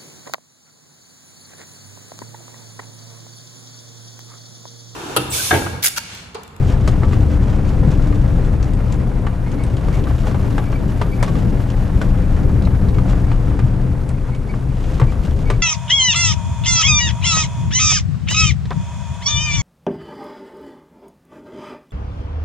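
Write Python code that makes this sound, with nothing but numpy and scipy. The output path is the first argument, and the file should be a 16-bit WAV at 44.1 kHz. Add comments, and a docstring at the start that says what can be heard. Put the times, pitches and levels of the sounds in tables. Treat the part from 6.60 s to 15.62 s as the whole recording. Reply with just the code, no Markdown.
"""A boom through the floor and a low rumble: a pickup on a loose dirt road, heard from the cab.
Ruts shake the body, gravel crunches under the tyres, sand sprays in the wheel wells and stones
knock on the underbody. The engine hums and the cab drones; tyres and engine ease off for a bend.
Loose trim rattles and a dry joint squeaks as the truck sways, over a faint sizzle and hiss."""
import sys
import numpy as np
from scipy import signal
from scipy.fft import rfft, irfft
from scipy.io import wavfile
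from scipy.ndimage import uniform_filter1d

SR = 44100
rng = np.random.default_rng(int(sys.argv[2]) if len(sys.argv) > 2 else 0)


def write(x):
    x = np.atleast_2d(x).T
    wavfile.write(sys.argv[1], SR, np.round(np.clip(x, -1, 1) * 32767).astype(np.int16))


N = 397782
TIME, FREQS = np.arange(N) / SR, np.fft.rfftfreq(N, 1 / SR)
SIDES = np.array([[1], [-1]])  # plus for the left ear, minus for the right

# how rutted the road is: t/s, roughness/dB
ROAD_ROUGHNESS = [(0, 2), (0.77, 3.5), (1.0, 0.5), (1.25, 3.5), (1.85, 2.5), (3.0, -4), (3.4, 1.5),
                  (4.13, -2.5), (5.0, -0.4), (5.5, 3), (6.75, 2), (7.98, -5.5), (8.35, 0.5)]
# how much loose sand lies on it: t/s, looseness/dB
ROAD_LOOSENESS = [(0, 3.5), (1.0, 1.5), (1.5, 4), (2.75, -5), (3.0, 0.5), (4.75, 3.5), (5.1, 1.4),
                  (6.3, -1), (6.55, 1.5), (7.6, -4.5), (8.35, 2.5)]
# a tyre flings grit into the wheel well: middle t/s, level/dB
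GRIT_FLINGS = [(0.105, -43.5), (0.53, -42), (3.35, -43), (3.595, -46), (3.68, -43), (6.51, -43),
               (8.66, -46.5)]
# jolts that boom through the floor: t/s, f/Hz, level/dB
FLOOR_JOLTS = [(0.014, 127, -6), (1.268, 152, -10), (7.027, 125, -7.5), (8.083, 124.5, -11),
               (8.416, 124, -3)]
# stones hitting the underbody: t/s, level/dB, treble share/dB, strongest ring f/Hz
STONE_HITS = [(0.276, -15.5, -13, 1260), (0.433, -19.5, -30, 1290), (0.531, -22.5, -26, 1150),
              (1.526, -24, -29, 1170), (2.667, -18, -28, 1140), (3.283, -26, -19, 1150),
              (3.469, -24, -29, 1190), (3.669, -24, -18, 895), (3.712, -25, -24, 1040),
              (3.745, -19, -43, 820), (3.847, -28, -33, 1160), (3.98, -16, -21, 840),
              (4.127, -21.5, -28, 1140), (4.414, -13.5, -23, 954), (4.627, -12.5, -14, 993),
              (4.679, -21.5, -20, 1120), (4.753, -23.5, -23, 1190), (5.415, -17, -19, 1485),
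              (6.071, -22, -36, 860), (6.384, -21.5, -25, 1210), (6.531, -22, -36, 794),
              (6.715, -20.5, -28, 845), (6.991, -20.5, -22.5, 920), (7.939, -24.5, -36, 1110),
              (8.398, -17, -20.5, 1085), (8.414, -13.5, -41, 895), (8.426, -21, -45, 764),
              (8.522, -24, -43, 890), (8.901, -13, -18.5, 1030)]
# the notes the underbody rings at: f/Hz, level/dB, time to fade by 60 dB/s
UNDERBODY_NOTES = [(441, -16, 0.23), (594, -19, 0.044), (670, -9, 0.061), (927, -5, 0.11),
                   (1166, -4.5, 0.16), (1523, -4, 0.07), (2070, -4, 0.048)]
# the engine, easing off for the bend: t/s, firing f/Hz, level/dB
ENGINE_COURSE = [(0, 59.2, -38), (1.2, 58.6, -34.5), (2.5, 57.6, -40), (3.3, 56.6, -37), (4.1, 55.7, -39.5),
                 (5.5, 55.6, -35), (6.8, 58.3, -35.5), (7.5, 55.5, -45), (9.02, 54, -45)]
# the tones in its hum: multiple of the firing rate, relative level/dB
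ENGINE_HARMONICS = [(1, 3), (2, 10.5), (3, -5), (4, -4.5), (5, 3.5), (9, -17)]
# drones of the cab: middle t/s, half length/s, f/Hz, level/dB
CAB_DRONES = [(4.8, 0.92, 201.5, -33.5), (5.898, 0.9, 181.8, -24), (7.59, 1, 125.4, -24.5)]
# ticks of loose trim and small metal parts: t/s, level/dB, ring f/Hz
TRIM_TICKS = [(2.0276, -33.5, 6000), (2.135, -41.5, 8300), (2.324, -34, 7100), (2.9163, -38.5, 6400),
              (3.037, -36, 8550), (3.168, -34.5, 3120), (3.44, -37, 3400), (4.663, -36, 3220),
              (5.102, -35, 3130), (6.022, -36.5, 4100), (6.052, -37, 4000), (6.285, -37.5, 4160),
              (6.345, -39, 3150), (7.491, -38, 8500), (7.749, -38.5, 2750), (8.24, -37, 3240),
              (8.708, -39, 3250)]
# chirps of the dry joint: middle t/s, level/dB, f/Hz
JOINT_CHIRPS = [(2.882, -40, 2210), (3.012, -35, 2210), (3.35, -38, 2260), (4.075, -40, 2310),
                (4.162, -37, 2325), (4.535, -37, 2320), (4.605, -38, 2300), (6.36, -42, 2235),
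                (6.71, -44, 2370), (7.744, -39, 2250), (7.904, -36.5, 2260), (8.497, -37, 2340),
                (8.875, -37, 2240), (8.935, -37, 2250)]
# the high sizzle coming and going: t/s, level/dB
SIZZLE_COURSE = [(0, -83), (4, -60), (6.4, -66.5), (6.7, -87)]

# The colour of each noise, or how strong it is from low to high: f/Hz, relative level/dB
SHAKE_COLOUR = [(10, -58.5), (22, 2.5), (33, 10), (39, 8), (46, -0.5), (60, 5), (85, 2.5), (105, -5),
                (160, -66.5)]  # the shaking body
RUMBLE_COLOUR = [(60, -26), (100, -7.5), (121, 2), (145, -8), (180, -8), (260, -17), (300, -16),
                 (345, -21.5), (410, -21), (460, -26), (510, -21), (600, -37.5), (1000, -41), (3000, -99)]  # the tyre tread
GRAVEL_COLOUR = [(250, -4), (600, 4), (1000, -2.5), (1550, -6.5), (2200, -13.5), (3000, -22), (5000, -28),
                 (12000, -42)]  # crunching gravel
SAND_COLOUR = [(1200, -3.5), (2800, 14), (4200, 7.5), (7500, 4.5), (9200, -5.5), (13000, -8)]  # spraying sand
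PEBBLE_COLOUR = [(400, -9), (850, 15.5), (1250, 3), (2500, -12), (9000, -18)]  # pattering pebbles
KNOCK_COLOUR = [(100, -7.5), (400, 11), (800, 4.5), (1300, 0.5), (2200, -4.5), (4000, -12.5), (9000, -38.5)]  # a stone's dull knock
CRACK_COLOUR = [(800, -9), (2200, 8.5), (4200, 6.5), (8000, 2.5), (13000, -13.5)]  # a stone's sharp crack
TRIM_COLOUR = [(1000, 3), (2600, 14.5), (8200, 4), (13000, -24)]  # loose trim
SIZZLE_COLOUR = [(9400, -18), (10400, 11), (11700, 1), (12900, 9), (13500, -7)]  # the high sizzle
HISS_COLOUR = [(10500, 3), (13000, -10)]  # microphone hiss

# how wide the sound is: f/Hz, level of what differs between the ears against what they share/dB
STEREO_WIDTH = [(60, -33), (130, -15), (280, -6), (600, -9), (1800, -4.5), (5000, -14), (13000, -15)]
# the bass is louder on the left: f/Hz, left minus right level/dB
LEFT_LEAN = [(100, 4.1), (370, 2), (670, .4), (8000, 0)]


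def road(bend_s=7.1, fling_half_s=0.033):
    """Ruts shake the body and rumble in the tread; gravel crunches, pebbles patter and sand sprays."""
    (rough,), (loose,) = curves(ROAD_ROUGHNESS), curves(ROAD_LOOSENESS)
    slowed = np.clip(TIME - bend_s, 0, 1)  # the truck takes one second to slow for the bend
    shake = steady(noise(SHAKE_COLOUR), seconds=0.17) * undb(-17 + rough)
    rumble_db = -20 + 0.54 * rough - 2.5 * slowed + wander(6)
    rumble = steady(noise(RUMBLE_COLOUR), seconds=.15) * undb(rumble_db)
    gravel = grains(GRAVEL_COLOUR, per_s=560, scatter_db=2.0, t60=.08)
    sand = grains(SAND_COLOUR, per_s=380, scatter_db=2.5, t60=.06)
    pebbles = grains(PEBBLE_COLOUR, per_s=7.4, scatter_db=2.0, t60=.06) * undb(-18)
    patch_db = 1.5 * wander(17)  # loose and packed patches take turns
    gravel_db = -35 + 0.081 * rough + 0.35 * loose - 3 * slowed + patch_db / 2
    sand_db = -52.5 + 1.22 * loose + patch_db
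    flung = sum(undb(db) * bell(TIME - s, fling_half_s) for s, db in GRIT_FLINGS)
    gravel_gain = np.hypot(undb(gravel_db), flung * undb(8))  # a fling is more coarse grit than fine
    sand_gain = np.hypot(undb(sand_db), flung)
    return shake + rumble + (gravel + pebbles) * gravel_gain + sand * sand_gain


def jolts(swell_s=0.014):
    """A wheel hits a rut and the floor booms for a few cycles."""
    t, out = TIME[:SR // 5], np.zeros((2, N))
    swell = (t / swell_s * np.exp(1 - t / swell_s)) ** 2
    for s, hz, db in FLOOR_JOLTS:
        add(out, s, undb(db) * swell * np.sin(2 * np.pi * hz * t))
    return out


def stones(ring_db=-10.5, spot_db=-6, knock_db=-4.5, slap_s=.012, slap_db=-16):
    """Each stone cracks and knocks; the underbody rings, most of all at the spot that is struck."""
    t = TIME[:SR // 5]
    hz, note_db, t60 = np.transpose(UNDERBODY_NOTES)[:, :, None]
    contact = (1 - np.exp(-t / .0003)) * (1 + .35 * np.exp(-t / .004))  # a fast rise that overshoots
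    knock_noise, crack_noise, out = noise(KNOCK_COLOUR), noise(CRACK_COLOUR), np.zeros((2, N))
    for k, (s, db, treble_db, spot_hz) in enumerate(STONE_HITS):
        part = slice(k * len(t), (k + 1) * len(t))
        detune, place, left, right = rng.standard_normal((4, len(UNDERBODY_NOTES), 1))
        notes = undb(note_db + 2 * place) * fade(t, t60)  # each landing place favours other notes
        phase = 2 * np.pi * hz * (1 + 0.02 * detune) * t + np.pi * np.sign(place) / 2
        ring = np.array([np.sum(notes * np.sin(phase + side / 2), axis=0) for side in (left, right)])
        spot = np.sin(2 * np.pi * spot_hz * t + SIDES / 2) * fade(t, t60=0.06)
        knock = knock_noise[:, part] * fade(t, t60=0.083)
        crack = crack_noise[:, part] * fade(t, t60=0.089)
        body = undb(ring_db) * ring + undb(spot_db) * spot + undb(knock_db) * knock
        cutoff_hz = 15900 * undb(treble_db / 2)  # softer blows are duller
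        smoothing = np.exp(-2 * np.pi * cutoff_hz / SR)
        body = signal.lfilter([1 - smoothing], [1, -smoothing], body)
        force = contact * undb(db)
        add(out, s, force * (body + undb(treble_db) * crack))
        for bounce, late in enumerate(rng.random(2), 1):  # the struck panel slaps back twice
            add(out, s + slap_s * (bounce + late / 2), force * body * undb(slap_db) / bounce)
    return out


def engine(waver_db=3.14):
    """The engine's firing makes a low hum whose tones waver with the uneven load."""
    hz, db = curves(ENGINE_COURSE)
    phase = 2 * np.pi * np.cumsum(hz * (1 + 0.00371 * wander(14))) / SR
    out = 0
    for multiple, share_db in ENGINE_HARMONICS:
        lag = SIDES * 0.0017 * hz * multiple  # higher tones reach the two ears out of step
        gain = undb(db + share_db + waver_db * wander(12))
        out = out + gain * np.sin(multiple * phase + 0.14 * wander(14) - lag)
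    return out


def cab_drone(waver_db=2):
    """The cab booms at one pitch for a while, swelling and dying away."""
    out = 0
    for s, half_s, hz, db in CAB_DRONES:
        swell = undb(db + waver_db * wander(8.2)) * bell(TIME - s, half_s)
        out = out + swell * np.sin(2 * np.pi * hz * TIME + .4 * wander(8))
    return out


def trim_rattle(bounce_db=-8, click_db=-2, ring_cycles=5):
    """A loose part gives a dry tick with a hint of its own pitch, then two weaker bounces."""
    t = TIME[:SR // 5]
    power, rings = np.zeros((1, N)), np.zeros((2, N))
    for s, db, hz in TRIM_TICKS:
        for bounce, gap_s in enumerate(rng.uniform(.006, .02, 3)):
            envelope = undb(db + bounce_db * bounce) * fade(t, t60=.04)
            rasp = unit(uniform_filter1d(rng.standard_normal(len(t)), int(ring_cycles * SR / hz) + 1))
            add(power, s, envelope ** 2)
            add(rings, s, envelope * rasp * np.sin(2 * np.pi * hz * t + SIDES / 2))
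            s += gap_s
    return undb(click_db) * np.sqrt(power) * noise(TRIM_COLOUR) + rings


def joint_squeaks(creak_hz=2286, overtone_db=-17):
    """A dry joint rubs as the truck sways: a faint, fitful creak that breaks into raspy chirps."""
    t = TIME[:SR // 5] - .1  # zero is the middle of a chirp
    slip = .028 * wander(900)  # roughens the pitch
    grip = unit(undb(3.2 * wander(330)))  # roughens the loudness
    creak = np.sin(2 * np.pi * np.cumsum(creak_hz * (1 + 4 * slip)) / SR + SIDES / 2)
    fits = unit(undb(6 * np.tanh(wander(30))))
    out = creak * grip * fits * undb(-55 + curves(ROAD_ROUGHNESS)[0] / 2)
    scoop = .055 / (1 + np.exp((t + .006) / .004))  # each chirp slides up to its pitch
    for k, (s, db, hz) in enumerate(JOINT_CHIRPS):
        part = slice(k * len(t), (k + 1) * len(t))
        slide, stretch = rng.random(2)  # no two rubs slide as far or last as long
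        phase = 2 * np.pi * np.cumsum(hz * (1 - slide * scoop + slip[part])) / SR
        tone = np.sin(phase + SIDES / 2) + undb(overtone_db) * np.sin(2 * phase)
        swell = bell(t, half_s=0.02 / np.sqrt(.5 + stretch))
        add(out, s + t[0], undb(db) * grip[part] * swell * tone)
    return out


def sizzle():
    """A faint, very high sizzle flickers as it comes and goes."""
    return noise(SIZZLE_COLOUR) * undb(curves(SIZZLE_COURSE)[0] + 2 * wander(30))


def hiss(level_db=-58):
    """The steady, thin hiss of the microphone."""
    return noise(HISS_COLOUR) * undb(level_db)


def grains(colour, per_s, scatter_db, t60):
    """A hail of small hits of uneven size, each smeared by the panel it strikes."""
    sizes = undb(scatter_db * np.minimum(rng.exponential(size=N), 4))
    hits = (rng.random(N) < per_s / SR) * sizes ** 2
    power = signal.fftconvolve(hits, fade(TIME[:SR // 4], t60) ** 2)[:N]
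    envelope = np.sqrt(np.abs(power))
    return noise(colour) * steady(envelope[None] + 1e-3, seconds=.25)


def noise(colour):
    """Stereo noise of the given colour and strength 1, nearly alike in both ears in the bass."""
    shared, different = tint(rng.standard_normal((2, N)), colour)
    side = irfft(rfft(different) * undb(spectrum(STEREO_WIDTH)), N)
    return unit(shared + SIDES * side)


def tint(x, colour):
    """Filter a sound to the given colour."""
    cepstrum = irfft(np.log(undb(spectrum(colour))), N)
    cepstrum[1:N // 2] *= 2  # folded forward, so the filter rings only after a sound, never before
    cepstrum[N // 2 + 1:] = 0
    return irfft(rfft(x) * np.exp(rfft(cepstrum)), N)


def spectrum(points):
    """Join (f/Hz, level/dB) points by straight lines, with octaves evenly spaced."""
    hz, db = np.transpose(points)
    return np.interp(np.log(FREQS + 1), np.log(hz), db)


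def curves(table):
    """Join each column of a table by straight lines in time."""
    s, *columns = np.transpose(table)
    return [np.interp(TIME, s, column) for column in columns]


def wander(per_s):
    """A curve of strength 1 that glides to a new random value per_s times a second."""
    values = rng.standard_normal(4096)
    steps = values[(TIME * per_s).astype(int) % len(values)]
    return unit(uniform_filter1d(steps, max(int(SR / per_s), 1)))


def steady(x, seconds):
    """Even out the slow swells of a noise."""
    return x / np.sqrt(uniform_filter1d(np.mean(x ** 2, axis=0), int(seconds * SR)))


def bell(t, half_s):
    """A smooth swell: 1 at t = 0, about a third half_s seconds to either side."""
    return np.exp(-(t / half_s) ** 2)


def fade(t, t60):
    """Die away by 60 dB every t60 seconds."""
    return undb(-60 * t / t60)


def undb(db):
    """Turn decibels into a factor to multiply by."""
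    return 10 ** (np.asarray(db) / 20)


def unit(x):
    """Scale to an average strength (rms) of 1."""
    return x / np.sqrt(np.mean(x ** 2))


def add(out, s, sound):
    """Mix a short sound in at s seconds."""
    i = max(int(s * SR), 0)
    out[:, i:i + sound.shape[-1]] += sound[..., :max(N - i, 0)]


def scene():
    """Everything as it arrives in the cab, the bass leaning left."""
    cab = engine() + cab_drone() + road() + stones() + trim_rattle() + joint_squeaks() + jolts()
    cab += sizzle()
    return irfft(rfft(cab) * undb(SIDES * spectrum(LEFT_LEAN) / 2), N) + hiss()


def record(dry, top_hz=13300):
    """The camera rounds off the very highest peaks and cuts the top of the treble."""
    rounded = dry / (1 + dry ** 8) ** (1 / 8)
    return signal.sosfilt(signal.ellip(8, .2, 70, top_hz, fs=SR, output="sos"), rounded)


dry = scene()
out = record(dry)
write(out)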